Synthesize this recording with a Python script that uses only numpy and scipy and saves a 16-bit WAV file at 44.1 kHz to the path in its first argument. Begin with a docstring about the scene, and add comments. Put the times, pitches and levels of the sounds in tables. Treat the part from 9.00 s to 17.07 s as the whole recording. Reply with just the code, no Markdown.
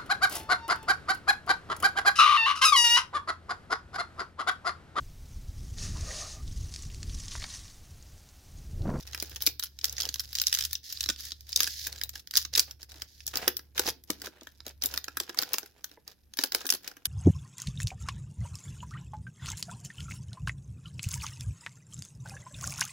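"""A small room, a stereo microphone close to the hands: fingers peel plastic wrapper off a stack of cards.
Creases in the film buckle and snap in uneven spells over a finer crackle, and the film hisses as it
slides across the top card. The stiff cards knock and rub as they are handled. The table and a wall
throw back short reflections, and a low, wavering hum sits under it all."""
import sys
import numpy as np
from scipy import signal
from scipy.fft import rfft, irfft, next_fast_len
from scipy.io import wavfile
from scipy.ndimage import uniform_filter1d

SR = 44100
rng = np.random.default_rng(int(sys.argv[2]) if len(sys.argv) > 2 else 0)


def put_to_file(sound):
    """Save the sound as 16-bit audio at rate SR, in the file named by the first command-line argument."""
    columns = np.atleast_2d(sound).T  # one column per channel
    safe = np.clip(columns, -1, 1)
    whole_steps = np.round(safe * 32767)
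    wavfile.write(sys.argv[1], SR, whole_steps.astype(np.int16))


N = 355887
TIME = np.arange(N) / SR
LEAD_S = .007  # a faint swell of noise this long leads into each snap
# spectrum of the plastic film: f/Hz, level/dB
FILM = [(120, -50.5), (200, -31.5), (280, -12), (420, -18.5), (650, -25), (850, -20), (1150, -14.5),
        (1650, -7), (2250, -11), (2800, -8.5), (3900, -1.5), (4400, -3.5), (5000, 2), (6500, -4),
        (7600, -10.5), (8700, -18), (10300, -9.5), (11800, -8), (15500, -11)]


def snaps(level_db=-0.13):
    """The loud creases give way and ring through the film."""
    # creases: t/s, level/dB, body/dB, sparkle/dB, left minus right/dB
    creases = [(0.132, -31, -4, -10, 4), (0.147, -27, 10, 1, 1), (0.1767, -32, 2.5, -3, -7),
               (0.2005, -26.5, -14, -6, 3.5), (0.225, -23, 10, 9, -2.5), (0.3603, -28, 1.5, -1, -1),
               (0.4218, -27.5, -21, 11, 1), (0.465, -16.5, -8, 10, -3.5), (0.4713, -11.5, 3.5, -0.5, -1),
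               (0.5964, -25.5, 0.5, 6.5, -0.5), (0.626, -31, 0, 1, -2), (0.6369, -29.5, 1.5, 12, 1),
               (0.642, -33, -2, 7, 0), (0.7893, -33, -2.5, -5, -1), (0.813, -34, -11, -13, 0),
               (0.8436, -14, -2.5, 1, -0.5), (0.8543, -20.5, -16, 1, -4), (0.896, -28, -14, 1, -5),
               (0.9263, -33.5, -15, 7, -1), (0.967, -35, -14, -11, 4), (0.9814, -21, 0.5, -14, -5),
               (1.0027, -20.5, -5, -4, -2), (1.009, -20.5, -13, -2, -3), (1.02, -24, -8, -7, 2),
               (1.0323, -26, -22, 1, 0), (1.0536, -25, -10, -2, 2), (1.0899, -21.5, -3, -7, 3),
               (1.142, -23, -5.5, -1.5, 3.5), (1.158, -28, -2, -4, 1), (1.1958, -25.5, -5.5, -1, 5.5),
               (1.2036, -26.5, -6, 3, 0), (1.33, -36, 2, 5, 5), (1.3532, -21, -8, 0.5, 0),
               (1.3625, -39, -27.5, -13, -3), (1.3857, -21, -6.5, -2, 1.5), (1.3993, -20.5, -5, -15, -3.5),
               (1.4164, -15.5, -4, 4, -3.5), (1.469, -12, -24, -5.5, -2.5), (1.481, -24, -8, 0, 6.5),
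               (1.5276, -14, -1, -3, -4), (1.5405, -17.5, -9, 0.5, -3), (1.5488, -18.5, -1, 0, -8),
               (1.5728, -23.5, 1.5, -5, 2), (1.5875, -20.5, 0, 0, -5), (1.6101, -27.5, -4, -2, 8),
               (1.651, -21, -29, -1, -2), (1.731, -22.5, -3.5, 6.5, -1.5), (1.753, -22.5, -12, -8, 2),
               (1.9254, -27, -7, 2, 2), (1.972, -27.5, -8, -14, -1), (2.0075, -20, -7, 0.5, 0),
               (2.031, -36.5, 2, 2, 12), (2.0391, -19.5, -7, -9.5, -0.5), (2.0602, -29.5, 7, 1, 1),
               (2.0895, -20, -0.5, -3.5, 4.5), (2.0994, -17.5, 1.5, -3.5, 1), (2.1615, -37, -8, -8, 3),
               (2.3196, -27, -3, -16, -1), (2.408, -41, -9, 4, -3), (2.4922, -37, -10, 5, -2),
               (2.5208, -31, -6, -3, -11.5), (2.529, -26.5, -7.5, -7, 2), (2.561, -11, -31, -2, 2),
               (2.6044, -15.5, 7.5, 1, -0.5), (2.6324, -18, -6, 2.5, -4), (2.6581, -38, -14, 6, -7),
               (2.674, -25.5, 3.5, 2, 3.5), (2.8692, -19.5, 3, 3.5, 0.5), (2.9266, -30, -11, -3, -1),
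               (2.9853, -39, -8, 1, -1), (3.0142, -26, 6, -2, -1.5), (3.036, -25.5, -11, 10.5, -2.5),
               (3.093, -32.5, -3, 7, -2.5), (3.1561, -32, 9.5, -2, 4.5), (3.2736, -33, -4.5, -3, -1.5),
               (3.3103, -29, -4, -1.5, 1), (3.355, -20.5, -2, -4.5, 1.5), (3.3645, -19.5, -6.5, -5.5, 6),
               (3.371, -9.5, -16, 1, -1.5), (3.3759, -10, -5.5, -9.5, -3), (3.3849, -31, 8, -4, -2),
               (3.4505, -24.5, 0, -4.5, -1), (3.5378, -26.5, -8, -7.5, 4), (3.5521, -18.5, -5, -4.5, 2),
               (3.5596, -17.5, -1, -1, -1), (3.576, -14.5, -15.5, -2, 1.5), (3.5946, -10, -6, 2, 0.5),
               (3.601, -21, -12, 5.5, 1.5), (3.7103, -32.5, 0, -2.5, -2), (3.83, -35.5, 6.5, 1, -6),
               (3.9189, -35, 4, -4, -5), (4.02, -28, 5.5, 2.5, -5.5), (4.2053, -41, 4, -6, 0),
               (4.2668, -26, -24, 2, 1.5), (4.2775, -25.5, -10, 3.5, -1), (4.3565, -21, 1, 2, -6.5),
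               (4.3719, -19.5, -11, 2, 1), (4.4273, -47, 18, -11, 2.5), (4.4791, -13, 8, 4, 1.5),
               (4.5685, -28.5, -2, 10.5, -7), (4.593, -37, 6, -2, 2), (4.7788, -21, 9, -0.5, -8.5),
               (4.7946, -16.5, 2, 6.5, 0.5), (4.866, -26.5, 7, 4, -6), (4.8766, -26.5, 3.5, 5.5, 3),
               (4.8875, -26, 8.5, 5, 3.5), (5.038, -49, -6, 9, 0), (5.1033, -20, 1.5, 4, -2),
               (5.2183, -32.5, 7, 4.5, -1), (5.26, -36, 6, 3, -6), (5.2704, -35.5, 12.5, -4, 6.5),
               (5.4102, -41, -1, -9, -4), (5.4328, -41.5, -12, 0, -2), (5.471, -38.5, 13.5, -1.5, -4),
               (5.6046, -41, 3, -13, 5), (5.6653, -30.5, -7, 1, 1), (5.693, -40.5, -7, -4, -5),
               (5.8222, -23.5, -8, -1, -5), (5.8374, -23, 5, 10.5, -4), (5.859, -22, -9, 10.5, -5.5),
               (5.9398, -30, 13.5, 6, 0), (5.976, -23, 5, 2.5, -2), (6.0425, -27, -6, -2, -2.5),
               (6.0821, -33, 12, -1, 1), (6.171, -27, 14, 8, 1), (6.201, -19.5, 0, 0, 0.5),
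               (6.294, -30.5, 15, -2, 0), (6.2991, -38, 8, -4, 0), (6.3455, -41, 14.5, 3, 2),
               (6.3738, -33.5, 5, -1, -4), (6.3885, -18.5, 4, 2.5, 0), (6.418, -30, -2, 7.5, -1),
               (6.424, -28.5, 9.5, 9, -3.5), (6.4327, -24, 5, -3, -3), (6.5336, -24, -2, 13, -5),
               (6.5402, -22.5, 9.5, -3.5, 2.5), (6.5839, -22, 5, 5, -0.5), (6.6306, -38.5, 8, -4, -4.5),
               (6.66, -45, 5, 6, 0), (6.8427, -31, 5, 12, 0), (6.9146, -44.5, 11, -1.5, -5),
               (7.0782, -33, 1.5, -1.5, 0), (7.3373, -35.5, -3.5, 1, -1.5), (7.3715, -35.5, 5, 9, 4),
               (7.3891, -18.0, 6.5, 1, -2.5), (7.4257, -32, -10, -2, -3), (7.4378, -16.5, 7, 6.5, -2.5),
               (7.521, -22.5, 4, 0, -3), (7.5484, -12.5, 4, 2, -2), (7.6549, -31, 8.5, 5, 0),
               (7.6668, -28.5, 0, 13.5, -7), (7.6911, -22, 2, -3, 1), (7.703, -11.5, -9.5, 1.5, -2),
               (7.7243, -18.5, 2, 2.5, -2), (7.7383, -27, 0, 8, -7), (7.845, -41, 8, 0, 0),
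               (7.8769, -29.5, 6, 5.5, -1.5), (7.914, -41.5, 13, -2, -3), (7.968, -47, 18, 5.5, 1),
               (8.0554, -20, 3.5, 5.5, -1.5)]
    out = np.zeros((2, N))
    for s, *snap in creases:
        add(out, s - LEAD_S, crease(s, *snap))
    return amp(level_db) * colour(pair(out), FILM)


def crease(s, db, body_db, sparkle_db, pan_db, cards_from_s=4.33, size=1280):
    """A faint lead-in, then a sharp double crack as a crease buckles; the film around it flutters."""
    hz = np.fft.rfftfreq(size, 1 / SR)
    t = np.arange(size) / SR - LEAD_S
    lead_in = amp(-24) * np.exp(-abs(t) / .0024)
    flutter = amp(-25) * np.exp(-abs(t) / .008) * (t > 0)
    ring = 0.0016 * np.exp(0.31 * rng.standard_normal())

    def crack(age):
        """An almost instant rise and a fast decay."""
        return np.exp(np.minimum(age / .00012, -1.7 * age / ring))

    # the fold runs on and gives way once more
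    cracks = crack(t) + amp(-7) * crack(t - ring * rng.uniform(0.9, 1.5))
    burst = (cracks + lead_in + flutter) * rng.standard_normal((2, size))
    # every facet of film has resonances of its own
    facet_db = 3.5 * np.interp(hz, np.geomspace(500, 16000, 36), rng.standard_normal(36))
    burst = irfft(rfft(burst) * minimum_phase(facet_db, size))
    burst *= np.sqrt(0.0022 * SR) / np.linalg.norm(burst, axis=1, keepdims=True)
    # loose film sounds thin; later it snaps against the cards, which lend it a low clack
    low_db = body_db + (1 if s > cards_from_s else -5)
    # wide facets add body, tight creases add sparkle
    tilt_db = at_hz([(750, low_db), (1600, body_db), (3600, 0), (6500, 0), (11500, sparkle_db)], hz)
    burst = irfft(rfft(burst) * minimum_phase(tilt_db, size))
    return amp(db) * burst * amp([[pan_db / 2], [-pan_db / 2]])


def small_snaps(film_effort, per_s=24, count=400):
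    """Lesser creases give way at random, as loud as the film is being worked."""
    out = np.zeros((2, N))
    times = np.cumsum(rng.uniform(.1, 1.9, count) / per_s)
    for s, strength, body, sparkle, pan in zip(times, *rng.standard_normal((4, count))):
        tick = crease(s, db=5.5 + 3 * min(strength, 2), body_db=-4 + 5 * body,
                      sparkle_db=-1 + 5 * sparkle, pan_db=4 * pan)
        add(out, s - LEAD_S, np.interp(s, TIME, film_effort) * tick)
    return colour(pair(out), FILM)


def crackle(film_effort, level_db=-4, per_s=350, ring_s=.0007, rustle_db=-8):
    """Countless tiny creases give way while the film is worked, over a bed of rustle."""
    sizes = amp(5 * np.minimum(rng.exponential(1, N), 3))
    ticks = sizes * (rng.random(N) < per_s / SR)
    power = signal.lfilter([1], [1, -np.exp(-2 / (ring_s * SR))], ticks ** 2)
    grains = np.sqrt(power / power.mean() + amp(rustle_db) ** 2) * rng.standard_normal((2, N))
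    # small creases have less body than large ones
    thin_film = [(hz, db + at_hz([(800, -7), (3500, 0.0069)], hz)) for hz, db in FILM]
    return amp(level_db) * colour(pair(grains * film_effort), thin_film)


def finger_effort(grip_s=0.012, let_go_s=0.011, uneven_db=2.5):
    """How hard the film and the cards are worked, as two gains: each move builds, holds and dies away."""
    # finger moves: start/s, end/s, film crackle/dB, card rub/dB
    moves = [(-.02, 0.016, -44.5, -56.5), (0.042, 0.382, -50, -61), (0.4, 0.496, -41, -55),
             (0.619, 0.648, -36, -67), (0.818, 0.964, -45.5, -57.5), (0.98, 1.067, -41.5, -49),
             (1.084, 1.282, -50, -70), (1.288, 1.51, -42, -78), (1.507, 1.657, -33, -75),
             (1.684, 1.756, -43, -83), (1.883, 2.142, -48, -74), (2.171, 2.32, -44.5, -73),
             (2.465, 2.562, -47, -70), (2.566, 2.662, -32.5, -56), (2.83, 3.05, -51, -60),
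             (3.128, 3.197, -45.5, -67), (3.328, 3.421, -37.5, -66.5), (3.523, 3.575, -41, -52.5),
             (3.566, 3.61, -32.5, -44.5), (3.663, 3.716, -54, -59), (3.788, 3.836, -48.5, -65),
             (3.886, 4.049, -55, -62.5), (4.256, 4.308, -47, -63), (4.33, 4.501, -44.5, -43.5),
             (4.747, 4.848, -38.5, -48), (4.848, 4.894, -31.5, -43.5), (5.072, 5.241, -55, -65),
             (5.233, 5.272, -42, -48.5), (5.315, 5.442, -76, -63), (5.44, 5.64, -65.5, -76),
             (5.647, 5.704, -51.5, -54.5), (5.811, 5.872, -38.5, -49.5), (5.895, 5.98, -47, -53),
             (5.993, 6.18, -67, -68), (6.2, 6.236, -46, -60), (6.246, 6.365, -62, -58.5),
             (6.366, 6.438, -41.5, -46), (6.461, 6.584, -45, -52.5), (6.6, 6.68, -59, -65),
             (6.68, 6.955, -67, -69.5), (7.059, 7.125, -61.5, -61.5), (7.376, 7.466, -41, -54),
             (7.516, 7.652, -46, -51.5), (7.689, 7.757, -38, -47), (7.823, 7.92, -51.5, -55.5),
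             (7.926, 8.023, -71, -67.5)]
    film_power, card_power = amp(-78) ** 2, amp(-80) ** 2  # the hands are never quite still
    for start, end, crackle_db, rub_db in moves:
        move = np.clip((TIME - start) / grip_s, 0, 1) * np.exp(-np.clip((TIME - end) / let_go_s, 0, 20))
        film_power += (amp(crackle_db) * move) ** 2
        card_power += (amp(rub_db) * move) ** 2
    # the fingers never pull evenly, so the crackle comes in clusters
    grip = amp(uneven_db * wander(0.012))
    return grip * np.sqrt(film_power), grip * np.sqrt(card_power)


def slides(fade_s=0.024):
    """The film hisses as it is drawn over the top card."""
    # smooth strokes: start/s, end/s, level/dB
    strokes = [(.23, 0.322, -59), (.68, .84, -68), (1.826, 1.98, -45.5), (1.95, 2.084, -52),
               (2.169, 2.312, -46), (2.333, 2.52, -63.5), (2.657, 2.898, -41), (4.06, 4.256, -59.5)]
    # spectrum of film sliding on card: f/Hz, level/dB
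    hiss = [(300, -31), (1100, -52), (1700, -13.5), (2500, -18), (3600, -8), (5000, -1.5), (6500, -7),
            (8600, -23.5), (11500, -12), (16000, -16)]
    speed = sum(amp(db) * np.clip(np.minimum(TIME - start, end - TIME) / fade_s, 0, 1)
                for start, end, db in strokes)
    return colour(speed * friction(grip_db=2.5, slip_s=0.0033), hiss)


def knocks(level_db=2, rise_s=0.00065, low_cut_hz=190):
    """The stack flexes or is tapped: a few heavily damped modes, shifted by the grip."""
    # knocks on the stack: t/s, level/dB, f/Hz
    taps = [(0.225, -45, 380), (0.471, -45, 285), (2.092, -43.5, 296), (3.952, -61, 320), (4.477, -33, 462),
            (4.793, -35, 475), (4.857, -44, 362), (4.877, -36.5, 421), (5.1, -34.5, 312), (5.275, -48, 310),
            (5.418, -53, 306), (5.666, -49, 365), (5.841, -50.5, 334), (6.08, -53, 382), (6.205, -46, 400),
            (6.302, -53.5, 396), (6.376, -50, 410), (6.425, -49.5, 306), (6.543, -49, 317),
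            (6.63, -53, 402), (6.973, -57, 514), (7.391, -45.5, 360), (7.441, -45.5, 502),
            (7.547, -39.5, 423), (7.647, -48, 422), (7.738, -47.5, 334)]
    # modes of the held stack: multiple of the knock's f, level/dB, t60/s
    modes = [(0.658, -4, 0.037), (.85, -0.5, 0.053), (1.051, -0.5, 0.048), (1.3, -2, 0.023),
             (1.7, -2.5, 0.035), (2.05, -8.5, 0.051), (3.3, -1, 0.014), (4.1, -4.5, 0.018)]
    out, t = np.zeros((2, N)), np.arange(6000) / SR
    for s, db, hz in taps:
        ring = np.zeros_like(t)
        for ratio, mode_db, t60 in modes:
            detune, phase = rng.uniform(-1.31, 1, 2)
            mode_hz = hz * ratio * (1 + 0.057 * detune)
            ring += amp(mode_db - 60 * t / t60) * np.sin(2 * np.pi * mode_hz * t + np.pi * phase)
        ring *= 1 - np.exp(-t / rise_s)
        ring *= np.sqrt(0.014 * SR) / np.linalg.norm(ring)
        add(out, s, amp(db + level_db) * np.array([ring, ring]))
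    # so small an object radiates little bass
    return signal.sosfilt(signal.butter(2, low_cut_hz, "high", fs=SR, output="sos"), out)


def rub(card_effort):
    """Cards and fingertips rub on each other."""
    # spectrum of the rubbing: f/Hz, level/dB
    rubbing = [(100, -10), (260, -4.5), (480, 2), (600, -2.5), (760, 0.5), (1150, -6.5), (1650, -0.5),
               (2050, -5.5), (2600, -3.5), (4000, -9), (9000, -22)]
    return colour(card_effort * friction(grip_db=4.5, slip_s=0.002), rubbing)


def friction(grip_db, slip_s):
    """Noise of two surfaces sliding in small, uneven slips."""
    slips = amp(grip_db * wander(slip_s))
    return pair(unit_rms(slips * rng.standard_normal((2, N))))


def room(x, cycles_per_s=1.275, count=3):
    """The hands keep moving, so the sound passes in turn through different sets of reflections."""
    shares = [np.sqrt(2 / count) * np.cos(np.pi * (cycles_per_s * TIME + k / count)) for k in range(count)]
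    return sum(signal.fftconvolve(x * share, reflections(), axes=1)[:, :N] for share in shares)


def reflections(early_decay_s=0.0063, wall_delay_s=.01):
    """The table and nearby boxes scatter a click at once, one wall answers, and a short tail follows."""
    # decay of the small room: f/Hz, t60/s
    decay = [(150, 0.62), (500, 0.23), (1500, 0.21), (4500, 0.23), (9000, 0.11), (15000, 0.22)]
    t = np.arange(SR // 2) / SR
    echoes = rng.standard_normal((2, len(t))) * (rng.random((2, len(t))) < .2) * (t > .003)
    hz, age, bands = signal.stft(echoes, SR, nperseg=256)
    bands *= amp(-60 * age / at_hz(decay, hz)[:, None])
    tail = signal.istft(bands, SR, nperseg=256)[1][:, :len(t)]
    early = echoes[::-1] * np.exp(-t / early_decay_s)
    wall = rng.standard_normal((2, len(t))) * np.exp(-abs(t - wall_delay_s) / 0.00013)
    return pair(sum(amp(db) * part / np.linalg.norm(part, axis=1, keepdims=True)
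                    for db, part in [(-14, early), (-15, tail), (-17, wall)]))


def room_tone(hum_db=-1, rumble_db=-9, air_db=-70, drift_hz=6):
    """A wavering low hum swells and dips with its rumble, over the faint noise of the room."""
    # hum partials: f/Hz, width/Hz, level/dB
    partials = [(71, 3, 0), (105.5, 8, -17)]
    # swell of hum and rumble: t/s, level/dB
    swells = [(0.0, -56), (0.09, -48.5), (0.52, -51.5), (0.65, -60), (0.94, -49.5), (1.53, -55),
              (1.69, -48.5), (1.89, -66.5), (2.04, -47.5), (2.18, -54.5), (3.17, -52), (3.28, -75),
              (3.39, -51), (3.86, -58.5), (4.02, -51), (4.11, -66), (4.27, -53.5), (4.67, -59.5),
              (4.88, -50.5), (4.99, -63), (5.26, -57), (5.33, -71), (5.66, -56.5), (5.93, -52.5),
              (6.07, -63), (6.18, -56), (6.29, -72.5), (7.17, -71.5), (7.26, -62), (7.48, -82.5),
              (7.55, -65.5), (8.07, -91)]
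    # spectrum of the rumble: f/Hz, level/dB
    rumble_colour = [(15, -19), (32, -14), (52, -5), (75, -5.5), (120, -5), (200, -29), (600, -83)]
    # spectrum of the still room: f/Hz, level/dB
    air_colour = [(20, -5.5), (55, 4.5), (130, -2), (300, -4), (800, -26.5), (1700, -43), (5000, -33),
                  (8500, -30.5), (12000, -16.5), (16000, -31)]
    slow = np.exp(-(np.fft.rfftfreq(N, 1 / SR) / drift_hz) ** 2)
    hum = np.zeros(N)
    for hz, width, db in partials:
        drift = unit_rms(irfft(rfft(rng.standard_normal(N)) * slow, N))
        hum += amp(db) * np.sin(2 * np.pi * np.cumsum(hz + width / 2 * drift) / SR)
    rumble = colour(pair(rng.standard_normal((2, N))), rumble_colour, size=8192)
    air = colour(pair(rng.standard_normal((2, N))), air_colour, size=8192)
    swell = amp(np.interp(TIME, *np.transpose(swells)))
    return swell * (amp(hum_db) * unit_rms(hum) + amp(rumble_db) * rumble) + amp(air_db) * air


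def pair(x):
    """Two unrelated signals become alike where the waves are longer than the microphone spacing."""
    # likeness of left and right: f/Hz, correlation
    likeness = [(60, 0.62), (400, 0.57), (1500, 0.59), (3500, 0.46), (6500, 0.3), (10000, 0), (16000, 0.08)]
    size = next_fast_len(x.shape[1])
    angle = np.arccos(at_hz(likeness, np.fft.rfftfreq(size, 1 / SR))) / 2
    mid, side = rfft(x, size) * [np.cos(angle), np.sin(angle)]
    return irfft([mid + side, mid - side], size)[:, :x.shape[1]]


def colour(x, spectrum, size=2048):
    """Rings x through a body of the given spectrum; white input keeps its power."""
    taps = irfft(minimum_phase(at_hz(spectrum, np.fft.rfftfreq(size, 1 / SR)), size))
    return signal.oaconvolve(x, taps[None] / np.linalg.norm(taps), axes=1)[:, :N]


def minimum_phase(db, size):
    """Causal frequency response with the given gains."""
    cepstrum = irfft(np.log(amp(np.maximum(db, -100))), size)
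    cepstrum[1:size // 2] *= 2
    cepstrum[size // 2 + 1:] = 0
    return np.exp(rfft(cepstrum))


def wander(smooth_s):
    """Smoothed noise of rms 1."""
    return unit_rms(uniform_filter1d(rng.standard_normal(N), int(smooth_s * SR)))


def amp(db):
    """Decibels to gain."""
    return 10 ** (np.asarray(db) / 20)


def unit_rms(x):
    """Scales to rms 1."""
    return x / np.sqrt(np.mean(x ** 2) + 1e-20)


def at_hz(points, hz):
    """Reads a table on a log-frequency axis."""
    f, value = np.transpose(points)
    return np.interp(np.log(hz + 1), np.log(f + 1), value)


def add(mix, s, sound):
    """Mixes a stereo sound in at time s."""
    part = mix[:, max(round(s * SR), 0):][:, :sound.shape[1]]
    part += sound[:, :part.shape[1]]


def scene():
    """Wrapper and cards close up, the small room behind them."""
    film_effort, card_effort = finger_effort()
    wrapper = snaps() + small_snaps(film_effort) + crackle(film_effort) + slides()
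    handling = wrapper + knocks() + rub(card_effort)
    return handling + room(handling) + room_tone()


def record(dry, ceiling=.85, edge_hz=16200):
    """Each microphone port has its own colour; the sharpest peaks are rounded and the top is cut off."""
    # balance of the two ports: f/Hz, left minus right/dB
    ports = [(70, -1.6), (150, -1), (400, -3), (1000, -2), (1700, -3), (2500, -2.5), (4000, -4), (5000, -6),
             (6500, 0), (8000, 5), (10500, .5), (12500, 2.5), (15500, 11)]
    size = next_fast_len(N + 2048)
    balance_db = at_hz(ports, np.fft.rfftfreq(size, 1 / SR))
    gains = amp([balance_db / 2, -balance_db / 2])
    gains /= np.sqrt(np.mean(gains ** 2, axis=0))
    heard = irfft(rfft(dry, size) * gains, size)[:, :N]
    heard /= (1 + (heard / ceiling) ** 4) ** .25
    low_pass = signal.firwin(161, edge_hz, window=("kaiser", 9), fs=SR)
    return signal.oaconvolve(heard, low_pass[None], "same")


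dry = scene()
out = record(dry)
put_to_file(out)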